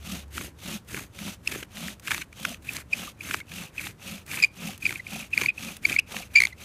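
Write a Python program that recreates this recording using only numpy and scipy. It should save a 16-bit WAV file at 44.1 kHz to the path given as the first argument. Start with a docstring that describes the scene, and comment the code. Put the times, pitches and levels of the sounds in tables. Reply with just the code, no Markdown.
"""Outdoors on bare ground, close to a bow drill spinning its spindle in a softwood board.
Over still air and a distant hum, each stroke rasps in the socket and shakes the board:
a low purr on the pull, a rumble on the push. Grit catches, the board creaks, the cord ticks.
As the socket heats and glazes, the spindle sticks and slips in louder, more crowded squeaks."""
import sys
import numpy as np
from scipy import signal
from scipy.fft import rfft, irfft, next_fast_len
from scipy.io import wavfile

SR = 44100
rng = np.random.default_rng(int(sys.argv[2]) if len(sys.argv) > 2 else 0)


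def file_out(sig):
    """Save sig as 16-bit WAV at sys.argv[1]."""
    # one column per channel
    cols = np.atleast_2d(sig).T
    # limit, then scale
    lim = np.clip(cols, -1, 1)
    pcm = np.round(lim * 32767).astype(np.int16)
    wavfile.write(sys.argv[1], SR, pcm)


N = 292824
TIME = np.arange(N) / SR


def from_db(db):
    """Decibels to gain."""
    return 10 ** (np.asarray(db) / 20)


def unit_rms(x):
    """Scale to rms 1."""
    return x / np.sqrt(np.mean(x ** 2) + 1e-20)


def automation(rows):
    """One curve per column from breakpoints (time_s, values...)."""
    times, *columns = np.transpose(sorted(map(tuple, rows)))
    return [np.interp(TIME, times, column) for column in columns]


def eq_gain(spectrum, hz):
    """Gain of a (freq_hz, level_db) curve, read on a log-frequency axis."""
    freqs, db = np.transpose(spectrum)
    return from_db(np.interp(np.log(hz + 1e-3), np.log(freqs), db, left=-90, right=-90))


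def drift(rate_hz):
    """Smooth random modulation that moves at about this rate; rms 1."""
    step = 6  # samples per control point
    size = next_fast_len(N // step + 2)
    hz = np.arange(size // 2 + 1) * SR / (step * size)
    slow = irfft(rfft(rng.standard_normal(size)) / (1 + (hz / rate_hz) ** 2) ** 2, size)
    return np.interp(np.arange(N) / step, np.arange(size), unit_rms(slow))


def coloured_noise(spectrum):
    """Noise shaped by an EQ curve; rms 1."""
    size = next_fast_len(N)
    hz = np.arange(size // 2 + 1) * SR / size
    return unit_rms(irfft(rfft(rng.standard_normal(size)) * eq_gain(spectrum, hz), size)[:N])


def resonate(x, hz, width_hz):
    """One resonance with unit gain at its peak."""
    r = np.exp(-np.pi * width_hz / SR)
    feedback = [1, -2 * r * np.cos(2 * np.pi * hz / SR), r * r]
    return signal.lfilter(np.array([1, 0, -1]) * (1 - r * r) / 2, feedback, x)


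def band(x, low_hz, high_hz):
    """Gentle band-pass."""
    return signal.sosfilt(signal.butter(2, [low_hz, high_hz], "band", fs=SR, output="sos"), x)


def swell(centre_s, width_s, skirt=0, hold_s=0):
    """Sample indices and shape of a bell envelope, with an optional long skirt and flat top."""
    reach_s = 6 * width_s + hold_s / 2
    at = np.arange(max(int((centre_s - reach_s) * SR), 0), min(int((centre_s + reach_s) * SR), N))
    away = np.maximum(np.abs(TIME[at] - centre_s) - hold_s / 2, 0) / width_s
    return at, (1 - skirt) * .5 ** ((2 * away) ** 2) + skirt * np.exp(-away)


def bursts(spectrum, rows):
    """A bell of coloured noise for each (centre_s, length_s, level_db)."""
    out, noise = np.zeros(N), coloured_noise(spectrum)
    for centre_s, length_s, db in rows:
        at, bell = swell(centre_s, length_s)
        burst = noise[at] * bell
        out[at] += from_db(db) * burst * np.sqrt(np.sum(bell ** 2) / np.sum(burst ** 2))
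    return out


def rubbed_mode(hz, width_hz, flutter_db):
    """Uneven friction keeps a mode ringing along a pitch curve, restless in level and phase; rms 1."""
    ringing = drift(width_hz) + 1j * drift(width_hz)
    flutter = from_db(flutter_db * np.tanh(drift(150)))
    return unit_rms(np.real(ringing * flutter * np.exp(2j * np.pi * np.cumsum(hz) / SR)))


# Tone of the still air: freq_hz, level_db
AIR_SPECTRUM = [(15, -32), (25, -12), (50, -4.5), (100, 2.5), (150, -5.5), (260, -11), (510, -16),
                (700, -20.5), (1050, -20.5), (1620, -24.5), (3500, -36), (7100, -37.5), (12800, -40),
                (15500, -62)]
# Fader moves of the distant hum: time_s, level_db
HUM_FADER = [(0, -45.5), (.55, -42.5), (.85, -58), (1.3, -50), (2.3, -56), (3.3, -55), (4.3, -72),
             (6.64, -55)]


def background(air_db=-52, hum_hz=69.7, waver_hz=2.36, waver_db=2.5, hum_trim_db=-4.5):
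    """A bed of still air, with a distant low hum that wavers and fades unevenly."""
    pitch_hz = hum_hz + waver_hz * drift(6.3)
    hum = np.sqrt(2) * np.sin(2 * np.pi * np.cumsum(pitch_hz) / SR)
    air = from_db(air_db) * coloured_noise(AIR_SPECTRUM)
    hum_db = automation(HUM_FADER)[0] + hum_trim_db + waver_db * drift(1.9)
    return air + from_db(hum_db) * hum


def outdoors(x, t60_s=0.29, wet_db=-36, predelay_s=.004):
    """Trunks and ground scatter back a faint, dull tail."""
    t = TIME[:SR // 2]
    tail = band(rng.standard_normal(len(t)), low_hz=300, high_hz=4580)
    tail *= from_db(-60 * t / t60_s) * (t > predelay_s)
    return x + from_db(wet_db) * signal.fftconvolve(x, tail / np.sqrt(np.sum(tail ** 2)))[:N]


# Cues for the cord snapping taut: start_s, level_db
CORD_SNAPS = [(0.2798, -53), (0.848, -56), (1.997, -39.5), (2.6237, -51), (2.734, -28), (4.2637, -40),
              (4.7778, -36), (5.7674, -31)]


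def cord_ticks(decay_s=0.0031, trim_db=-3):
    """The cord snaps taut on the spindle with a dry tick, mostly as the bow turns round."""
    impulses = np.zeros(N)
    for start_s, db in CORD_SNAPS:
        impulses[int(start_s * SR)] = from_db(db + trim_db)
    envelope = signal.lfilter([1], [1, -np.exp(-1 / (decay_s * SR))], impulses + 1e-18)
    return envelope * unit_rms(band(rng.standard_normal(N), low_hz=900, high_hz=13300))


# Cues for the spindle hitting the socket wall: centre_s, level_db
WALL_KNOCKS = [(.4123, -39), (.4454, -37), (.484, -40), (.946, -32.5), (1.0105, -40), (1.5238, -34),
               (1.5604, -28.5), (1.589, -37.5), (1.6278, -36), (2.452, -40.5), (3.345, -32), (4.907, -35),
               (5.4194, -28.5), (5.913, -32)]
# Dull wooden body of a knock: freq_hz, level_db
KNOCK_SPECTRUM = [(130, -48), (220, -19), (350, 5), (600, -14.5), (900, -15)]


def knocks(length_s=0.005, trim_db=-3.5):
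    """The spindle thumps against the wall of its socket, mostly on the push."""
    return bursts(KNOCK_SPECTRUM, [(s, length_s, db + trim_db) for s, db in WALL_KNOCKS])


# Short hollow creaks of the board under load: centre_s, level_db, pitch_hz
BOARD_CREAKS = [(.147, -44, 661), (1.84, -41.5, 704), (2.485, -38.5, 660), (2.521, -39, 681),
                (3.08, -35.5, 1220), (3.869, -41.5, 916), (4.694, -37, 741.6), (5.163, -36.5, 675),
                (5.447, -34, 958), (6.143, -38, 686), (6.206, -38, 710)]


def creaks(length_s=.008, jitter=0.084, trim_db=-3.0):
    """The spindle grabs for a few cycles and rocks the board at a low, unsteady pitch."""
    out, unsteady = np.zeros(N), 1 + jitter * drift(302)
    for centre_s, db, hz in BOARD_CREAKS:
        at, bell = swell(centre_s, length_s)
        tone = np.sqrt(2) * np.sin(2 * np.pi * np.cumsum(hz * unsteady[at]) / SR)
        out[at] += from_db(db + trim_db) * bell * tone
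    return out


def fine_grit(push_speed, top_rate_per_s=14, length_s=0.0035, level_db=-36.5, spread_db=2, board_db=-5):
    """Cues for small random catches, far more frequent when the push is fast."""
    tries = 160
    position, chance, softness = rng.random((tries, 3)).T
    times = position * TIME[-1]
    rate_per_s = top_rate_per_s * np.interp(times, TIME, push_speed) ** 5
    caught = chance < rate_per_s * TIME[-1] / tries
    levels_db = level_db - spread_db * (2 * softness - 1)
    return [(s, length_s, db, board_db) for s, db in zip(times[caught], levels_db[caught])]


# Grit catching in the socket: centre_s, length_s, level_db, board_send_db
GRIT_CATCHES = [(.3808, 0.0027, -29.5, 1.5), (.4123, 0.004, -35, -4), (.946, 0.0026, -29, -5),
                (.976, 0.0039, -36, -0.5), (1.19, 0.0021, -34.5, -8), (1.522, 0.01, -32, -10),
                (1.631, 0.0065, -35, -5.5), (1.7715, .0016, -33, -18), (1.8844, 0.0019, -33.5, 1.5),
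                (2.0751, .0021, -25, -19), (2.0816, 0.0054, -30, -2), (2.109, 0.0026, -22.5, -7),
                (2.117, 0.0068, -23, -1.5), (2.1467, 0.0012, -22.5, -6), (2.1803, 0.00093, -25.5, -4),
                (2.219, 0.011, -32.5, -8.5), (2.3293, 0.0035, -42.5, -10), (2.4522, 0.0036, -20.5, -1.5),
                (2.5454, 0.0029, -34.5, -18), (3.3118, .004, -28.5, -1), (3.3408, 0.0018, -22.5, -17),
                (3.345, 0.00095, -19.5, 2), (3.5196, .004, -39, -7), (3.8707, .0011, -30, -1),
                (4.3154, .0038, -29, -27), (4.3435, .0041, -29, -20), (4.9084, .0031, -30, -5.5),
                (4.9267, 0.0025, -31, -4), (5.4147, .0017, -19, -13), (5.4194, 0.0029, -21.5, -7.5),
                (5.898, 0.0051, -24.5, -25), (6.1673, .0027, -27, -4.5), (6.4711, 0.0016, -26, -11)]
# Ring of the spindle when it jams or drags: freq_hz, level_db
SPINDLE_SPECTRUM = [(1400, -17), (2000, -2.5), (2300, 9), (2800, -2), (3500, -5), (4500, -12)]


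def grit_catches(push_speed, board_db=2.0, spindle_db=0.5, crunch_db=-8.5):
    """Grit jams for a few milliseconds and shakes board and spindle under a bright crunch."""
    board_spectrum = [(500, -65), (850, -5), (1200, 6.5), (1650, 12.5), (2100, -4.5), (3000, -12)]
    crunch_spectrum = [(2800, -9), (3900, -2.0), (6200, 10.5), (8000, 5.0), (15000, -4)]
    cues = list(GRIT_CATCHES) + fine_grit(push_speed)
    jams = [(s, length_s, db) for s, length_s, db, _ in cues]
    jolts = [(s, length_s, db + send_db) for s, length_s, db, send_db in cues]
    board = from_db(board_db) * bursts(board_spectrum, jolts)
    spindle = from_db(spindle_db) * bursts(SPINDLE_SPECTRUM, jams)
    crunch = from_db(crunch_db) * bursts(crunch_spectrum, jams)
    return board + spindle + crunch


# Bow strokes, pull and push in turn: start_s, fastest_s, end_s, rasp_db, judder_db
BOW_STROKES = [(-.013, .13, 0.26, -45, -36.5), (.294, .407, .52, -44.3, -43), (.554, .731, 0.81, -45, -35),
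               (.856, .957, 1.094, -44.5, -43.5), (1.108, 1.281, 1.373, -45, -37),
               (1.418, 1.539, 1.67, -44, -46), (1.684, 1.859, 1.968, -45.8, -37),
               (2.012, 2.125, 2.262, -41.5, -45), (2.31, 2.491, 2.58, -46, -40),
               (2.601, 2.755, 2.84, -45, -47), (2.877, 3.027, 3.138, -45.5, -41),
               (3.166, 3.324, 3.429, -43.5, -45), (3.446, 3.593, 3.715, -47.5, -40),
               (3.71, 3.857, 3.94, -45, -48), (3.969, 4.112, 4.25, -47.5, -40.5),
               (4.25, 4.357, 4.495, -42, -44.5), (4.506, 4.679, 4.782, -46.5, -37.5),
               (4.785, 4.883, 5.035, -45, -44), (5.015, 5.163, 5.3, -45.5, -38.5),
               (5.292, 5.43, 5.51, -42, -42.5), (5.525, 5.663, 5.808, -46.5, -39),
               (5.807, 5.909, 6, -41.5, -40.5), (6.054, 6.168, 6.295, -46.5, -41.5),
               (6.285, 6.422, 6.534, -47, -54.5), (6.55, 6.69, 6.83, -47, -44)]


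def bow(coast_s=0.00704, reversal_s=0.0101, top_turns_per_s=24, wobble_db=1.5):
    """Each stroke swings up to speed and back. Gives speed, rasp_db, judder_db, pulling (1 or 0)."""
    rasp_power, pull_judder_power, push_judder_power = 1.964, 3.66, 1.9  # amplitude ~ speed ** power
    rasp_floor_db, judder_floor_db = -79, -59  # what remains while the bow turns round
    speed, rasping, shaking, directions = np.zeros(N), np.zeros(N), np.zeros(N), []
    for k, (start_s, fastest_s, end_s, rasp_db, judder_db) in enumerate(BOW_STROKES):
        pull = k % 2 == 0
        directions += [(start_s - reversal_s, not pull), (start_s, pull)]  # a quick crossfade
        start_s, end_s = start_s - coast_s, end_s + coast_s  # the spindle creeps at both ends
        at = slice(max(int(start_s * SR), 0), int(end_s * SR))
        swing = np.sin(np.pi / 2 * np.interp(TIME[at], [start_s, fastest_s, end_s], [0, 1, 0]))
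        speed[at] += swing
        rasping[at] += from_db(rasp_db) * swing ** rasp_power
        shaking[at] += from_db(judder_db) * swing ** (pull_judder_power if pull else push_judder_power)
    turns = top_turns_per_s * np.cumsum(speed) / SR
    wobble = from_db(wobble_db * np.sin(2 * np.pi * turns))
    rasp_db = 20 * np.log10(np.hypot(rasping, from_db(rasp_floor_db)))
    judder_db = 20 * np.log10(np.hypot(shaking * wobble, from_db(judder_floor_db)))
    return speed, rasp_db, judder_db, automation(directions)[0]


# Low end of the shaking board, one curve per direction: freq_hz, level_db
PULL_PURR = [(60, -6), (120, -17.5), (170, 5), (210, 5), (280, -5.5), (380, -16.5), (600, -74)]
PUSH_RUMBLE = [(50, -5), (100, -1), (170, -1), (330, -5), (450, -17.5), (700, -20.5)]


def judder(judder_db, pulling, pull_db=-1.5, push_db=1.0):
    """The spindle wobbles and shakes the board: a low purr on the pull, a broader rumble on the push."""
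    purr = from_db(pull_db) * pulling * coloured_noise(PULL_PURR)
    rumble = from_db(push_db) * (1 - pulling) * coloured_noise(PUSH_RUMBLE)
    return from_db(judder_db) * (purr + rumble)


def whirr(speed, judder_db, pulling, slow_hz=155, fast_hz=195, trim_db=-10):
    """On the pull the wobble settles into a low note that rises and falls with the bow's speed."""
    note = rubbed_mode(slow_hz + (fast_hz - slow_hz) * speed, width_hz=60, flutter_db=2.5)
    return from_db(judder_db + trim_db) * pulling * note


def fresh_scrape(rasp_db, pulling, pitch_hz=3600, trim_db=-5.0, fade_db_per_s=1.5):
    """A hollow, bright scrape on the pull that fades as the socket glazes."""
    scrape = rubbed_mode(np.full(N, pitch_hz), width_hz=600, flutter_db=14.0)
    return from_db(rasp_db + trim_db - fade_db_per_s * TIME) * pulling * scrape


# Resonances of the softwood board: pitch_hz, width_hz, level_db
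BOARD_MODES = [(547, 47, -8.5), (716, 210, -15), (1267, 110, -8.5)]


def board_groan(wander=.04):
    """The rubbed board groans, its modes shifting together with the load."""
    load = 1 + wander * drift(8)
    return sum(from_db(db) * rubbed_mode(hz * load, width_hz, flutter_db=-0.5)
               for hz, width_hz, db in BOARD_MODES)


# Tone of wood grinding on wood, one curve per direction: freq_hz, level_db
PULL_RASP_SPECTRUM = [(220, -44), (380, -3), (458, -6.5), (535, -4.5), (729, -2), (1030, -6), (1270, -3.5),
                      (1910, -4.5), (2600, 0.5), (5150, -9), (6210, -6.5), (7250, -9.5), (11900, -11),
                      (14300, -14.5), (15500, -19)]
PUSH_RASP_SPECTRUM = [(220, -36), (380, -12), (741, -11.5), (1030, -10.5), (1630, -3.5), (1970, -2.5),
                      (2300, -2), (2900, -3.5), (4480, -8), (5570, -10.5), (6210, -9), (7030, -8),
                      (11700, -9), (14100, -12), (15500, -19)]


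def rasp(rasp_db, pulling, pivot_db=-45, rub_growth=0.92, crossover_hz=1900, trim_db=-0.93):
    """Wood fibres tear in dense grains; the hiss grows faster with speed than the board's lower rub."""
    grain_db, uneven_db, clump_db = 1.0, 2.04, 3.5  # depths of the level flicker, fast to slow
    pull_pressure_db, push_pressure_db = -2.5, 3  # the spindle bears harder on the push
    grains = unit_rms(rng.standard_normal(N) * from_db(grain_db * drift(800) + uneven_db * drift(110)))
    clumps = unit_rms(from_db(clump_db * drift(72)))
    pressure_db = pulling * pull_pressure_db + (1 - pulling) * push_pressure_db
    rub_gain = from_db(pivot_db + rub_growth * (rasp_db - pivot_db) + pressure_db)
    hz = np.arange(N // 2 + 1) * SR / N
    lows = 1 / (1 + (hz / crossover_hz) ** 4)
    grinding = np.zeros(N)
    for spectrum, share in ((PULL_RASP_SPECTRUM, pulling), (PUSH_RASP_SPECTRUM, 1 - pulling)):
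        colour = eq_gain(spectrum, hz)
        colour /= np.sqrt(np.mean(colour ** 2 * (hz > 8500)))  # equal top-end power both ways
        hiss = rfft(grains * share * from_db(rasp_db)) * (1 - lows)
        rub = rfft(grains * clumps * share * rub_gain) * lows
        grinding += irfft((hiss + rub) * colour, N)
    return from_db(trim_db) * (grinding + pulling * rub_gain * board_groan())


# The glazing socket sings louder and settles in pitch: time_s, level_db, pull_pitch_hz, push_pitch_hz
SOCKET_GLAZE = [(0, -16, 3050, 2740), (2.2, -8, 3270, 2514), (2.9, 3, 2770, 2423), (4.2, 0.5, 2570, 2420),
                (6.64, 3.5, 2450, 2420)]


def socket_song(rasp_db, pulling, main_trim_db=-0.5, upper_hz=6300, upper_db=-9):
    """Friction keeps the spindle's modes ringing in flurries, just short of a squeak."""
    glaze_db, pull_hz, push_hz = automation(SOCKET_GLAZE)
    pitch_hz = pulling * pull_hz + (1 - pulling) * push_hz
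    main = rubbed_mode(pitch_hz, width_hz=420, flutter_db=16.0)
    upper = rubbed_mode(upper_hz * (1 + 0.018 * drift(9.1)), width_hz=330, flutter_db=26.0)
    return from_db(rasp_db) * (from_db(glaze_db + main_trim_db) * main + from_db(upper_db) * upper)


def through_spindle(x, mode_hz=6400, width_hz=700, send_db=-1.0):
    """The spindle's upper mode lifts the overtones that pass through it."""
    return x + from_db(send_db) * resonate(resonate(x, mode_hz, width_hz), mode_hz, width_hz)


def dragging(squeak_cues, length_s=0.019, level_db=-43, growth=0.33, pivot_db=-15, threshold_db=-25):
    """Around each louder squeak the spindle drags harder and scrapes."""
    scrapes = [(s, length_s, level_db + growth * (db - pivot_db))
               for s, _, db, *_ in squeak_cues if db > threshold_db]
    return bursts(SPINDLE_SPECTRUM, scrapes)


def chatter(first_s=6.4045, period_s=.0164, length_s=.0028, first_db=-7, loss_db=1.5, count=4):
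    """Squeak cues for the last squeal breaking into an even run of harsh, weakening slips."""
    pitch_hz, octave_db, harsh_db = 2148, -11.5, -13
    return [(first_s + k * period_s, length_s, first_db - k * loss_db, pitch_hz, octave_db, harsh_db)
            for k in range(count)]


# Stick-slip squeaks of the spindle: centre_s, length_s, level_db, pitch_hz, octave_db, harsh_db
SQUEAK_CUES = [(1.4761, .003, -13, 2582, -10.5, -12), (2.6926, .0055, -21.5, 2473, -26, -26),
               (2.7678, .0015, -23, 2174, -7, -3), (2.9344, .0068, -12.5, 2434, -19.5, -25),
               (3.2097, .0032, -26.5, 2438, -21, -21), (3.413, .007, -32, 2140, -32, -35),
               (3.7826, .0039, -21, 2452, -25, -28), (3.7962, .0024, -22.5, 2289, -25, -24),
               (4.3744, .0023, -23.5, 2450, -19, -12), (4.4023, .0029, -22, 2400, -14, -18),
               (4.4285, 0.0077, -14, 2440, -5, -16), (4.4385, 0.003, -5, 2310, -11.5, -28),
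               (4.4468, 0.0063, -8.5, 2375, -12.5, -25), (4.8285, .008, -27, 2407, -29, -16),
               (4.8557, .0032, -12, 2451, -17, -33), (4.866, .0037, -11.5, 2340, -18, -27),
               (4.8941, .0022, -18.5, 2146, -29, -23), (4.9586, .0019, -21, 2339, -31, -33),
               (5.0005, .009, -30, 2038, -21, -33), (5.069, .0023, -25.5, 2343, -30, -29),
               (5.3368, .0077, -16, 2515, -28, -27), (5.378, .0023, -7, 2292, -13.5, -19),
               (5.4363, .0016, -17.5, 2237, -14, -21), (5.4615, .0023, -10, 2283, -13.5, -32),
               (5.4903, .0086, -13, 2457, -28, -40), (5.5028, .006, -20.5, 2425, -29, -43),
               (5.5814, .0051, -26.5, 2530, -34, -19), (5.8544, .0047, -7.5, 2254, -13.5, -29),
               (5.9211, .0038, -23, 2305, -21, -7), (5.9284, .003, -16.5, 2472, -19, -16),
               (5.9653, .0041, -10.5, 2189, -20.5, -36), (5.9906, .0051, -8.5, 2424, -14, -21),
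               (5.997, .004, -19.5, 2754, -17, -8), (6.3607, .0085, -5.5, 2270, -11, -26),
               (6.3725, .014, -9, 2335, -16, -32), (6.3865, .008, -8.5, 2320, -15.5, -34),
               (6.53, .007, -36, 1998, -13, -17)]


def squeaks(pitch_lift=0.073, jitter=0.0227, edge_s=.007, third_db=-9, scratch_db=-6, trim_db=-0.02):
    """Stick-slip tones swell and die; the pitch sags and overtones grow as the spindle grips harder."""
    power, weight, weighted = np.zeros(N), np.full(N, 1e-12), np.zeros((4, N))
    for centre_s, length_s, db, hz, octave_db, harsh_db in list(SQUEAK_CUES) + chatter():
        width_s = min(length_s, edge_s)  # longer squeaks hold between rise and fall
        at, bell = swell(centre_s, width_s, skirt=0.1206, hold_s=length_s - width_s)
        envelope = from_db(db) * bell
        power[at] += envelope ** 2
        weight[at] += envelope
        weighted[:, at] += np.outer([from_db(db), hz, from_db(octave_db), from_db(harsh_db)], envelope)
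    peak, hz, octave, harsh = weighted / weight  # overlapping squeaks blend into one voice
    level = np.sqrt(power) * from_db(.5 * drift(700))
    grip = np.clip(level / (peak + 1e-9), 0, 1)
    pitch_hz = hz * (1 + pitch_lift * (1 - grip) + jitter * drift(900))
    phase = 2 * np.pi * np.cumsum(pitch_hz) / SR
    overtones = octave * (np.cos(2 * phase) + from_db(third_db) * np.sin(3 * phase))
    for harmonic, db in ((4, -7), (5, -13), (6, -19)):
        overtones += harsh * from_db(db) * np.sin(harmonic * phase)
    puffs = rng.standard_normal(N) * (1 + np.sin(phase)) ** 2  # every slip throws off a puff of noise
    scratch = from_db(scratch_db) * harsh * unit_rms(band(puffs, low_hz=1310, high_hz=7900))
    return from_db(trim_db) * level * (np.cos(phase) + np.sqrt(grip) * overtones + scratch)


def scene():
    """Mono mix: friction and judder ride the bow, with cued accents on top and the air bed beneath."""
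    speed, rasp_db, judder_db, pulling = bow()
    push_speed = speed * (1 - pulling)
    sliding = rasp(rasp_db, pulling) + socket_song(rasp_db, pulling) + fresh_scrape(rasp_db, pulling)
    shaking = judder(judder_db, pulling) + whirr(speed, judder_db, pulling) + knocks()
    sticking = through_spindle(squeaks()) + dragging(SQUEAK_CUES) + grit_catches(push_speed) + creaks()
    drill = sliding + shaking + sticking + cord_ticks()
    return (outdoors(drill) + background())[None]


def record(dry, cutoff_hz=15600):
    """A steep high cut on the whole mix."""
    return signal.sosfilt(signal.ellip(10, .2, 80, cutoff_hz, fs=SR, output="sos"), dry)


dry = scene()
out = record(dry)
file_out(out)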